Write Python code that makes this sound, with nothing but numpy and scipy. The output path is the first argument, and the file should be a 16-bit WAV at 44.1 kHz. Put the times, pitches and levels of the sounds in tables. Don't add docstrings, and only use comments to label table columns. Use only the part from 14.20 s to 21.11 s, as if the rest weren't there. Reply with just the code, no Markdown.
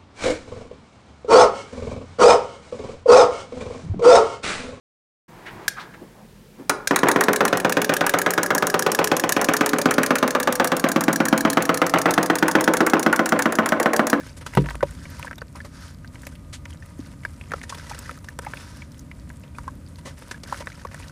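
import sys
import numpy as np
from scipy import signal
from scipy.fft import rfft, irfft
from scipy.io import wavfile
from scipy.ndimage import uniform_filter1d

SR = 44100
rng = np.random.default_rng(int(sys.argv[2]) if len(sys.argv) > 2 else 0)


def log_audio(samples):
    frames = np.atleast_2d(samples).T
    limited = np.clip(frames, -1, 1)
    pcm = np.round(limited * 32767).astype(np.int16)
    wavfile.write(sys.argv[1], SR, pcm)


N = 304731
T = np.arange(N) / SR


def undb(db):
    return 10 ** (np.asarray(db) / 20)


def unit(x):
    return x / np.sqrt(np.mean(x ** 2) + 1e-18)


def seconds(length):
    return np.arange(max(int(length * SR), 8)) / SR


def add(track, start, sound):
    i = int(np.clip(round(start * SR), 0, N - 1))
    track[i:i + len(sound)] += sound[:N - i]


def fade(t, t60):
    return np.exp(-np.log(1000) * t / max(t60, 1e-4))


def colour(x, points, size=1024):
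    hz, db = np.transpose(points)
    bin_hz = np.fft.rfftfreq(size, 1 / SR)
    curve_db = np.interp(np.log(bin_hz + 1), np.log(hz), db)
    cepstrum = irfft(np.log(undb(curve_db)))
    cepstrum[1:size // 2] *= 2
    cepstrum[size // 2 + 1:] = 0
    response = irfft(np.exp(rfft(cepstrum)))
    return signal.fftconvolve(x, response / np.linalg.norm(response))


def walk(rate):
    hold = max(int(SR / rate), 2)
    steps = np.repeat(rng.standard_normal(N // hold + 1), hold)
    return unit(uniform_filter1d(steps, hold)[:N])


def grains(n, rate, spread_db):
    falls = rng.random(n) < rate / SR
    sizes = undb(spread_db * np.minimum(rng.exponential(size=n), 6))
    return unit(falls * sizes * rng.choice([-1, 1], n) / np.sqrt(rate))


def burst(length, points, rate=9000, spread_db=2, vary_db=3):
    t = seconds(3 * length)
    age = t / (0.36 * length)
    spectrum = [(hz, db + vary_db * rng.standard_normal()) for hz, db in points]
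    return colour(age * np.exp(1 - age) * grains(len(t), rate, spread_db), spectrum)


def ping(hz, ring, glide, onset, hold=1.695):
    t = seconds(ring)
    phase = 2 * np.pi * hz * (t + glide * t ** 2 / (2 * ring))
    decay = np.exp(-np.log(1000) * (t / ring) ** hold)
    return np.sin(phase) * decay * (1 - np.exp(-t / onset))


# pitch in Hz, level in dB, seconds to fall 60 dB.
AIR_MODES = [(570, -1.5, 0.051), (954, -1, 0.075), (1225, -9, 0.12), (1516, 4.5, 0.011), (1940, 6, 0.0085)]


def hollow(t):
    return sum(undb(db) * np.cos(2 * np.pi * hz * t) * fade(t, t60) for hz, db, t60 in AIR_MODES)


# frequency in Hz, relative level in dB.
RUMBLE_SPECTRUM = [(20, -17), (33, -11.5), (52, -1.5), (85, 2.5), (115, -6), (145, -2.5), (210, -10),
                   (268, -8), (320, -17), (410, -28), (570, -22), (780, -34), (1200, -31.5), (3000, -43.5),
                   (10000, -44), (16000, -57)]


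def outdoors(rumble_db=-40, hollow_db=-65, whine_hz=1225, whine_db=-63.5):
    rumble = unit(colour(rng.standard_normal(N), RUMBLE_SPECTRUM, size=8192)[:N])
    rumble *= undb(0.8 * walk(5))
    air = unit(signal.fftconvolve(rng.standard_normal(N), hollow(seconds(.5)))[:N])
    whine = np.sin(2 * np.pi * np.cumsum(whine_hz + 4 * walk(26)) / SR)
    whine *= np.interp(T, [1.2, 1.8, 3.3, 3.9], [0.36, 0.9, 1.0, 0.6])
    return undb(rumble_db) * rumble + undb(hollow_db) * air + undb(whine_db) * whine


def tub_echo(x, hollow_db=-47, tail_db=-15, tail_t60=0.019):
    t = seconds(.15)
    tail = rng.standard_normal(len(t)) * fade(t, tail_t60) * (t > .003)
    response = undb(tail_db) * tail / np.linalg.norm(tail) + undb(hollow_db) * hollow(t)
    response[0] += 1
    return signal.fftconvolve(x, response)[:N]


# start in seconds, hold in seconds, flow in dB.
SAND_POURS = [(0.0, 0.089, -51), (0.274, 0.13, -52), (0.471, 0.081, -54.5), (0.67, 0.18, -55.5),
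              (0.879, 0.2, -55.5), (1.36, 0.12, -63), (1.558, 0.13, -60.5), (1.95, 0.17, -61),
              (2.5, 0.023, -59), (2.639, 0.087, -62.5), (2.8, 0.11, -59.5), (3.03, 0.36, -64),
              (3.32, 0.2, -57.5), (3.499, 0.44, -53.5), (4.069, 0.04, -60.5), (4.229, 0.2, -55),
              (4.382, 0.19, -59), (4.68, 0.13, -70), (4.98, 0.24, -69.5), (5.37, 0.082, -64),
              (5.66, 0.24, -69), (5.87, 0.045, -57.5), (5.981, 0.18, -58), (6.272, 0.14, -51.5),
              (6.47, 0.14, -56), (6.719, 0.16, -55)]
FULL_FLOW_DB = -53.5


def sand_flow(attack_s=0.036, release_t60=0.21, dribble_db=-83):
    power = undb(dribble_db) ** 2
    for start, held, db in SAND_POURS:
        swell = np.clip(1 + (T - start) / attack_s, 0, 1)
        release = fade(np.maximum(T - start - held, 0), release_t60)
        power = power + (undb(db) * swell * release) ** 2
    return np.sqrt(power) / undb(FULL_FLOW_DB)


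def stream(level, points, rate, spread_db, full_db=-54):
    grains_per_s = rate * (level / undb(full_db)) ** 1.2
    return level * colour(grains(N, grains_per_s, spread_db), points)[:N]


def small_bubbles(count, low_hz, high_hz, spread_db, cycles):
    out = np.zeros(N)
    for when, pitch, strength in rng.random((count, 3)):
        hz = low_hz * (high_hz / low_hz) ** pitch
        db = -spread_db * np.log(strength + 0.094) - 6 * pitch
        add(out, when * N / SR, undb(db) * ping(hz, cycles / hz, glide=0.22, onset=0.000078))
    return unit(out)


# frequency in Hz, relative level in dB.
PATTER_SPECTRUM = [(600, -33), (1150, 1), (1550, 2.5), (2300, 0), (2900, -0.5), (4000, -0.5), (5200, 2),
                   (6500, -2), (8000, -11), (12000, -13), (16000, -28)]
TRICKLE_SPECTRUM = [(2000, -32.5), (5000, -15), (7500, 2), (9500, 3.5), (11000, -3), (13000, -18),
                    (16000, -33)]
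FIZZ_SPECTRUM = [(350, -1.5), (560, 4.5), (780, -4), (960, 4), (1150, 0), (1600, -1), (2100, -4.5),
                 (2900, -10), (5000, -30.5)]


def sand(trickle_db=-59, fizz_db=-54, bubbles_db=-58, pings_db=-68, crackle_db=-68, clump_db=2.5):
    flow = sand_flow()
    trickle, fizz, crackle = flow ** 0.52, flow ** 0.65, flow ** 0.26
    out = stream(undb(FULL_FLOW_DB) * flow, PATTER_SPECTRUM, rate=9000, spread_db=3)
    out += stream(undb(trickle_db) * trickle, TRICKLE_SPECTRUM, rate=7000, spread_db=3)
    out += stream(undb(fizz_db) * fizz, FIZZ_SPECTRUM, rate=9000, spread_db=5.5)
    out *= undb(clump_db * walk(70))
    bubbles = small_bubbles(count=600, low_hz=1250, high_hz=3600, spread_db=4, cycles=16)
    pings = small_bubbles(count=900, low_hz=3900, high_hz=13000, spread_db=7, cycles=14)
    pops = small_bubbles(count=420, low_hz=4370, high_hz=12800, spread_db=9, cycles=25)
    out += undb(bubbles_db) * flow * bubbles
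    out += undb(pings_db) * trickle * pings
    return out + undb(crackle_db) * crackle * pops


# start in seconds, length in seconds, level in dB.
SAND_SHEETS = [(0.766, 0.35, -52.5), (1.476, 0.28, -50.5), (3.557, 0.37, -54), (4.316, 0.37, -51.5)]
# frequency in Hz, relative level in dB.
RUSH_SPECTRUM = [(700, -9), (1200, 2.5), (1600, 6.5), (2100, -4), (3200, -6.5), (4300, -2.5), (5500, -1),
                 (6800, -7), (8000, -13), (10500, -11), (15000, -35)]


def rushes(swell_s=0.096, stop_s=0.072, flutter_db=1.5):
    level = np.zeros(N)
    for start, length, db in SAND_SHEETS:
        swell = np.clip((T - start) / swell_s, 0, 1)
        stop = np.clip((start + length - T) / stop_s, 0, 1)
        level += undb(db) * swell * stop
    flutter = undb(flutter_db * walk(40))
    return level * flutter * colour(rng.standard_normal(N), RUSH_SPECTRUM)[:N]


def stray_grit(count=190, db=-51, spread_db=5, tick_s=0.0018, low_hz=2900, flow_slope=0.29):
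    out, flow = np.zeros(N), sand_flow()
    for when, faintness, pitch in rng.random((count, 3)):
        hz = low_hz * 2 ** (2 * pitch)
        gain = undb(db - spread_db * np.log(faintness + .1)) * flow[int(when * N)] ** flow_slope
        add(out, when * N / SR, gain * burst(tick_s, [(hz / 2, -10), (hz, 0), (hz * 2, -20)]))
    return out


# start in seconds, length in seconds, typical splat level in dB.
FIST_GRINDS = [(0.659, 0.5, -55.5), (3.559, 0.4, -48.5), (6.24, 0.66, -50)]


def clots(per_s=42, spread_db=5.5, splat_s=0.0043, ring_db=8, ring_hz=1750, ring_s=0.0094):
    out = np.zeros(N)
    for start, length, db in FIST_GRINDS:
        count = int(length * per_s)
        for k, (when, size, pitch) in enumerate(rng.random((count, 3))):
            at = start + (k + 2 * when) / per_s
            gain = undb(db + spread_db * (2 * size - 1))
            add(out, at, gain * burst(splat_s, PATTER_SPECTRUM))
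            bubble = ping(ring_hz * 2 ** (pitch - .5), ring_s, glide=.2, onset=.0001)
            add(out, at, gain * undb(ring_db) * bubble)
    return out


# start in seconds, pitch in Hz, level in dB.
GRAIN_SNAPS = [(0.352, 10800, -27), (0.499, 4250, -27), (0.709, 7800, -32), (0.902, 13000, -36),
               (0.994, 12400, -34), (1.053, 8340, -36), (1.157, 5860, -36), (1.181, 12500, -36),
               (1.357, 5340, -34), (1.681, 3270, -37), (1.876, 4450, -35), (2.019, 7740, -35),
               (2.053, 6200, -36), (2.154, 3100, -34), (2.454, 6200, -33.5), (2.535, 6370, -38),
               (3.318, 9500, -36), (3.79, 7900, -23), (3.912, 9700, -36), (3.988, 5730, -37.5),
               (4.088, 5640, -30), (4.249, 9990, -34), (4.719, 5700, -37), (4.794, 6300, -31.5),
               (5.758, 4300, -36), (6.459, 7900, -36), (6.883, 4640, -30.5)]


def snaps(ring_s=0.0017, crack_db=-13, crack_s=0.0035, skirt_db=-13):
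    out = np.zeros(N)
    for start, hz, db in GRAIN_SNAPS:
        add(out, start, undb(db) * ping(hz, ring_s, glide=0, onset=0.00003))
        band = [(hz / 2, skirt_db), (hz, 0), (hz * 2, skirt_db)]
        add(out, start, undb(db + crack_db) * burst(crack_s, band))
    return out


def block_break(start_s=2.7925, hz=270, db=-23, ring_s=0.03):
    out = np.zeros(N)
    add(out, start_s, undb(db) * ping(hz, ring_s, glide=0, onset=0.00095))
    return out


# frequency in Hz, relative level in dB.
GRIT_SPECTRUM = [(800, -2.5), (2000, 2.5), (3500, 3), (6000, 3), (7500, -2), (9500, 0), (12000, -9.5),
                 (16000, -27)]
# start in seconds, length in seconds, level in dB, body offset in dB, both before the trims.
GRIT_BURSTS = [(0.165, 0.024, -47.5, -2), (0.208, 0.021, -47, 5.5), (0.262, 0.012, -37, 3.5),
               (0.349, 0.0059, -39, 8), (0.44, 0.0099, -57, 19), (0.458, 0.0065, -51, 21),
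               (0.505, 0.004, -45, 15), (0.553, 0.0036, -41, 11), (0.995, 0.0023, -42, 11),
               (1.18, 0.0086, -51, 9.5), (1.353, 0.026, -52, 9), (1.445, 0.018, -47.5, 4.5),
               (2.067, 0.0051, -37, -12), (2.326, 0.03, -39.5, -23), (3.43, 0.014, -43, -14),
               (3.493, 0.013, -35, -5), (3.545, 0.0097, -41.5, 4), (3.694, 0.013, -40, -5),
               (3.745, 0.0075, -44, 5), (3.789, 0.0022, -43.5, 10), (4.043, 0.0053, -46.5, 4),
               (4.189, 0.002, -32.5, 4), (5.23, 0.062, -72.5, 18), (5.384, 0.0012, -38, -1),
               (5.783, 0.013, -50, 0), (5.851, 0.039, -44.5, 6), (6.11, 0.012, -37, -5.5),
               (6.233, 0.0088, -39.5, -2), (6.371, 0.016, -43.5, -3), (6.4, 0.018, -45, 9.5),
               (6.744, 0.0021, -40.5, 6)]


def crunches(treble_trim_db=2, body_trim_db=-0.5, snap_db=2, plain_s=0.011):
    out = np.zeros(N)
    for start, length, db, body_db in GRIT_BURSTS:
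        tilt = snap_db * max(np.log2(plain_s / length), 0)
        grit = [(hz, level + tilt * np.log2(hz)) for hz, level in GRIT_SPECTRUM]
        add(out, start, undb(db + treble_trim_db) * burst(length, grit))
        add(out, start, undb(db + body_db + body_trim_db) * burst(length, FIZZ_SPECTRUM))
    return out


# pitch in Hz, relative level in dB, full ring time (t60) in seconds.
BODY_MODES = [(54.4, -18.5, 1), (142.5, -4, 0.28), (183, -7, 0.2), (278, -13.5, 0.22), (314, -17, 0.26),
              (379, -14, 0.19), (442, -7, 0.12), (507, -14.5, 0.14)]
# frequency in Hz, relative level in dB.
SLAP_SPECTRUM = [(40, -46), (150, 4), (400, 14.5), (800, -7), (1500, -5), (2100, -9), (3000, -10),
                 (4500, -20.5), (8000, -38)]
# start in seconds, boom level in dB, contact time in seconds,
# share of the full ring time, slap level in dB.
CHUNK_HITS = [(0.3715, -4, 0.00096, 0.91, -12), (0.6272, -17.5, 0.0023, 0.44, -26.5)]


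def knocks(slap_t60=0.078):
    out, t = np.zeros(N), seconds(0.47)
    for start, db, contact, ring_share, slap_db in CHUNK_HITS:
        boom = np.zeros(len(t))
        for hz, mode_db, t60 in BODY_MODES:
            build_up = 1 - np.exp(-np.pi * hz * t)
            boom += undb(mode_db) * np.sin(2 * np.pi * hz * t) * build_up * fade(t, t60 * ring_share)
        push = np.hanning(len(seconds(contact)))
        add(out, start, -undb(db) * np.convolve(boom, push / push.sum()))
        slap = colour(rng.standard_normal(len(t)) * fade(t, slap_t60), SLAP_SPECTRUM)
        add(out, start, undb(slap_db) * slap)
    return out


def wobble(x, depth, wobble_s=0.0013):
    churn = uniform_filter1d(rng.standard_normal(len(x)), max(int(wobble_s * SR), 2))
    return x * (1 + depth * unit(churn))


# start in seconds, bubble pitch in Hz, level in dB,
# ring time in seconds, rise over the ring as a share of the pitch.
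CRUMB_PLOPS = [(0.0105, 1630, -35.5, 0.02, 0.15), (0.2645, 1430, -30.5, 0.013, 0.5),
               (0.3364, 1890, -25, 0.006, 0.35), (0.3733, 1290, -8, 0.0038, 0.34),
               (0.3719, 687, -12, 0.022, 1.48), (0.4617, 900, -34.5, 0.037, 0.15),
               (0.488, 1670, -20, 0.0038, 0.0057), (0.5087, 940, -24, 0.0069, 0.26),
               (0.5095, 1800, -25, 0.0028, 0.37), (0.5458, 1210, -32, 0.012, 0.06),
               (0.6072, 1450, -27.5, 0.023, 0.098), (0.6278, 1020, -15.5, 0.014, 0.3),
               (0.6291, 1790, -20, 0.0055, 0.088), (0.63, 507, -4, 0.018, 0.049),
               (0.8548, 2150, -33.5, 0.0075, 0.25), (1.028, 2310, -19.5, 0.0038, 0.41),
               (1.047, 980, -24, 0.008, 0.077), (1.0707, 1580, -30.5, 0.024, 0.41),
               (1.079, 1620, -26.5, 0.0082, 0.34), (1.111, 1510, -24.5, 0.0071, 0.21),
               (1.1299, 1720, -27.5, 0.0043, 0.1), (1.1828, 3640, -36.5, 0.0087, 0.14),
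               (1.21, 4570, -38, 0.008, 0), (1.2174, 1480, -22, 0.0053, 0), (1.2182, 513, -22.5, 0.013, 0),
               (1.353, 970, -34, 0.013, 0.23), (1.4032, 1710, -31.5, 0.016, 0.071),
               (1.846, 1560, -35.5, 0.0098, 0.096), (1.9565, 2030, -32.5, 0.0052, 0.35),
               (2.034, 1620, -34.5, 0.0067, 0.31), (2.0692, 2090, -26.5, 0.0033, 0.67),
               (2.4559, 2040, -26.5, 0.0045, 0), (2.5288, 3000, -39.5, 0.0057, 0.094),
               (2.6241, 1760, -39, 0.017, 0.096), (3.0347, 2020, -35, 0.0071, 0.36),
               (3.0509, 1605, -19.5, 0.013, 0.23), (3.212, 2400, -32, 0.0055, 0.37),
               (3.2388, 2270, -36.0, 0.0032, 0.35), (3.309, 1950, -32, 0.004, 0.1),
               (3.3185, 1520, -15.5, 0.0052, 0.33), (3.3364, 1280, -17.5, 0.0096, 0.18),
               (3.338, 493, -17, 0.015, 0), (3.415, 2020, -27, 0.0043, 0.13),
               (3.4372, 1720, -28, 0.0071, 0.18), (3.5246, 1076, -25.5, 0.016, 0),
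               (3.712, 852, -26, 0.031, 0.0038), (3.7342, 1580, -34, 0.0088, 0.7),
               (3.894, 1310, -23.5, 0.0079, 0), (3.9112, 1830, -23, 0.0024, 0.57),
               (3.9749, 1240, -39.5, 0.02, 0), (4.086, 1730, -28.5, 0.011, 0),
               (4.19, 1420, -18.5, 0.0053, 0), (4.249, 1570, -30, 0.0053, 0.2),
               (4.2644, 2100, -32, 0.012, 0.26), (4.267, 833, -23.5, 0.024, 0),
               (4.336, 1490, -22, 0.0058, 0.29), (4.3717, 2360, -27, 0.0049, 0.31),
               (4.6204, 2290, -33.0, 0.012, 0), (4.9145, 2070, -31.5, 0.0077, 0.32),
               (5.102, 1640, -31.5, 0.0055, 0.16), (5.237, 2370, -37.5, 0.0036, 0.38),
               (5.3504, 2400, -42, 0.02, 0.1), (5.3852, 1260, -24, 0.0067, 0.02),
               (5.4788, 1030, -22, 0.021, 0.082), (6.1126, 1540, -25.5, 0.0087, 0.24),
               (6.1428, 1590, -36, 0.026, 0.25), (6.3251, 970, -13.5, 0.01, 0.057),
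               (6.3448, 1470, -22, 0.0037, 0.0024), (6.418, 950, -32, 0.018, 0),
               (6.4715, 1630, -19.5, 0.004, 0), (6.6501, 1047, -25, 0.014, 0.2),
               (6.6507, 470, -23, 0.021, 0), (6.714, 1640, -30, 0.0031, 0.41),
               (6.746, 1670, -31.5, 0.0077, 0.32), (6.8306, 2480, -34.5, 0.0044, 0.51)]


def plops():
    onset_s, onset_hz, muffle_db = 0.0001, 1500, 5
    wall_near_s, wall_far_s, wall_db = 0.00268, 0.00459, -9.5
    twin_db, twin_ratio, twin_lag_s = -13, 1.165, 0.00402
    crater_db, crater_hz, crater_s = -17, 600, 0.015
    splash_db, splash_s = -16.5, 0.0063
    typical_plop_db, typical_tick_db, tick_slope, tick_s = -23, -43, 0.88, 0.0022
    lead_db, lead_s = -23, 0.0033
    out, chances = np.zeros(N), rng.random((len(CRUMB_PLOPS), 4))
    for (start, hz, db, ring, glide), (detune, lag, place, crater) in zip(CRUMB_PLOPS, chances):
        onset = onset_s * (onset_hz / hz) ** 3
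        surface_db = db + muffle_db * min(np.log2(hz / onset_hz), 0)
        plink = undb(db) * wobble(ping(hz, ring, glide, onset), depth=0.2)
        add(out, start, plink)
        echo_s = wall_near_s + place * (wall_far_s - wall_near_s)
        add(out, start + echo_s, undb(wall_db) * plink)
        twin = ping(hz * (twin_ratio + 0.3 * detune), ring, glide=0.22, onset=onset)
        add(out, start + twin_lag_s * lag, undb(db + twin_db) * twin)
        gulp = ping(crater_hz * 2 ** (crater - .5), crater_s, glide, onset=twin_lag_s / 2)
        add(out, start, undb(surface_db + crater_db) * gulp)
        add(out, start, undb(surface_db + splash_db) * burst(splash_s, FIZZ_SPECTRUM))
        tick_db = typical_tick_db + tick_slope * (surface_db - typical_plop_db)
        add(out, start, undb(tick_db) * burst(tick_s, GRIT_SPECTRUM))
        add(out, start - lead_s, undb(tick_db + lead_db) * burst(lead_s, PATTER_SPECTRUM))
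    return out


def scene():
    crumbling = plops() + crunches() + snaps() + stray_grit() + block_break()
    falling_sand = sand() + clots() + rushes()
    return (tub_echo(crumbling + falling_sand) + knocks() + outdoors())[None]


def record(dry, low_cut_hz=36, top_hz=15450):
    low_cut = signal.butter(2, low_cut_hz, "high", fs=SR, output="sos")
    high_cut = signal.ellip(10, .2, 70, top_hz, fs=SR, output="sos")
    rounded = np.tanh(signal.sosfilt(low_cut, dry))
    return signal.sosfilt(high_cut, rounded)


dry = scene()
out = record(dry)
log_audio(out)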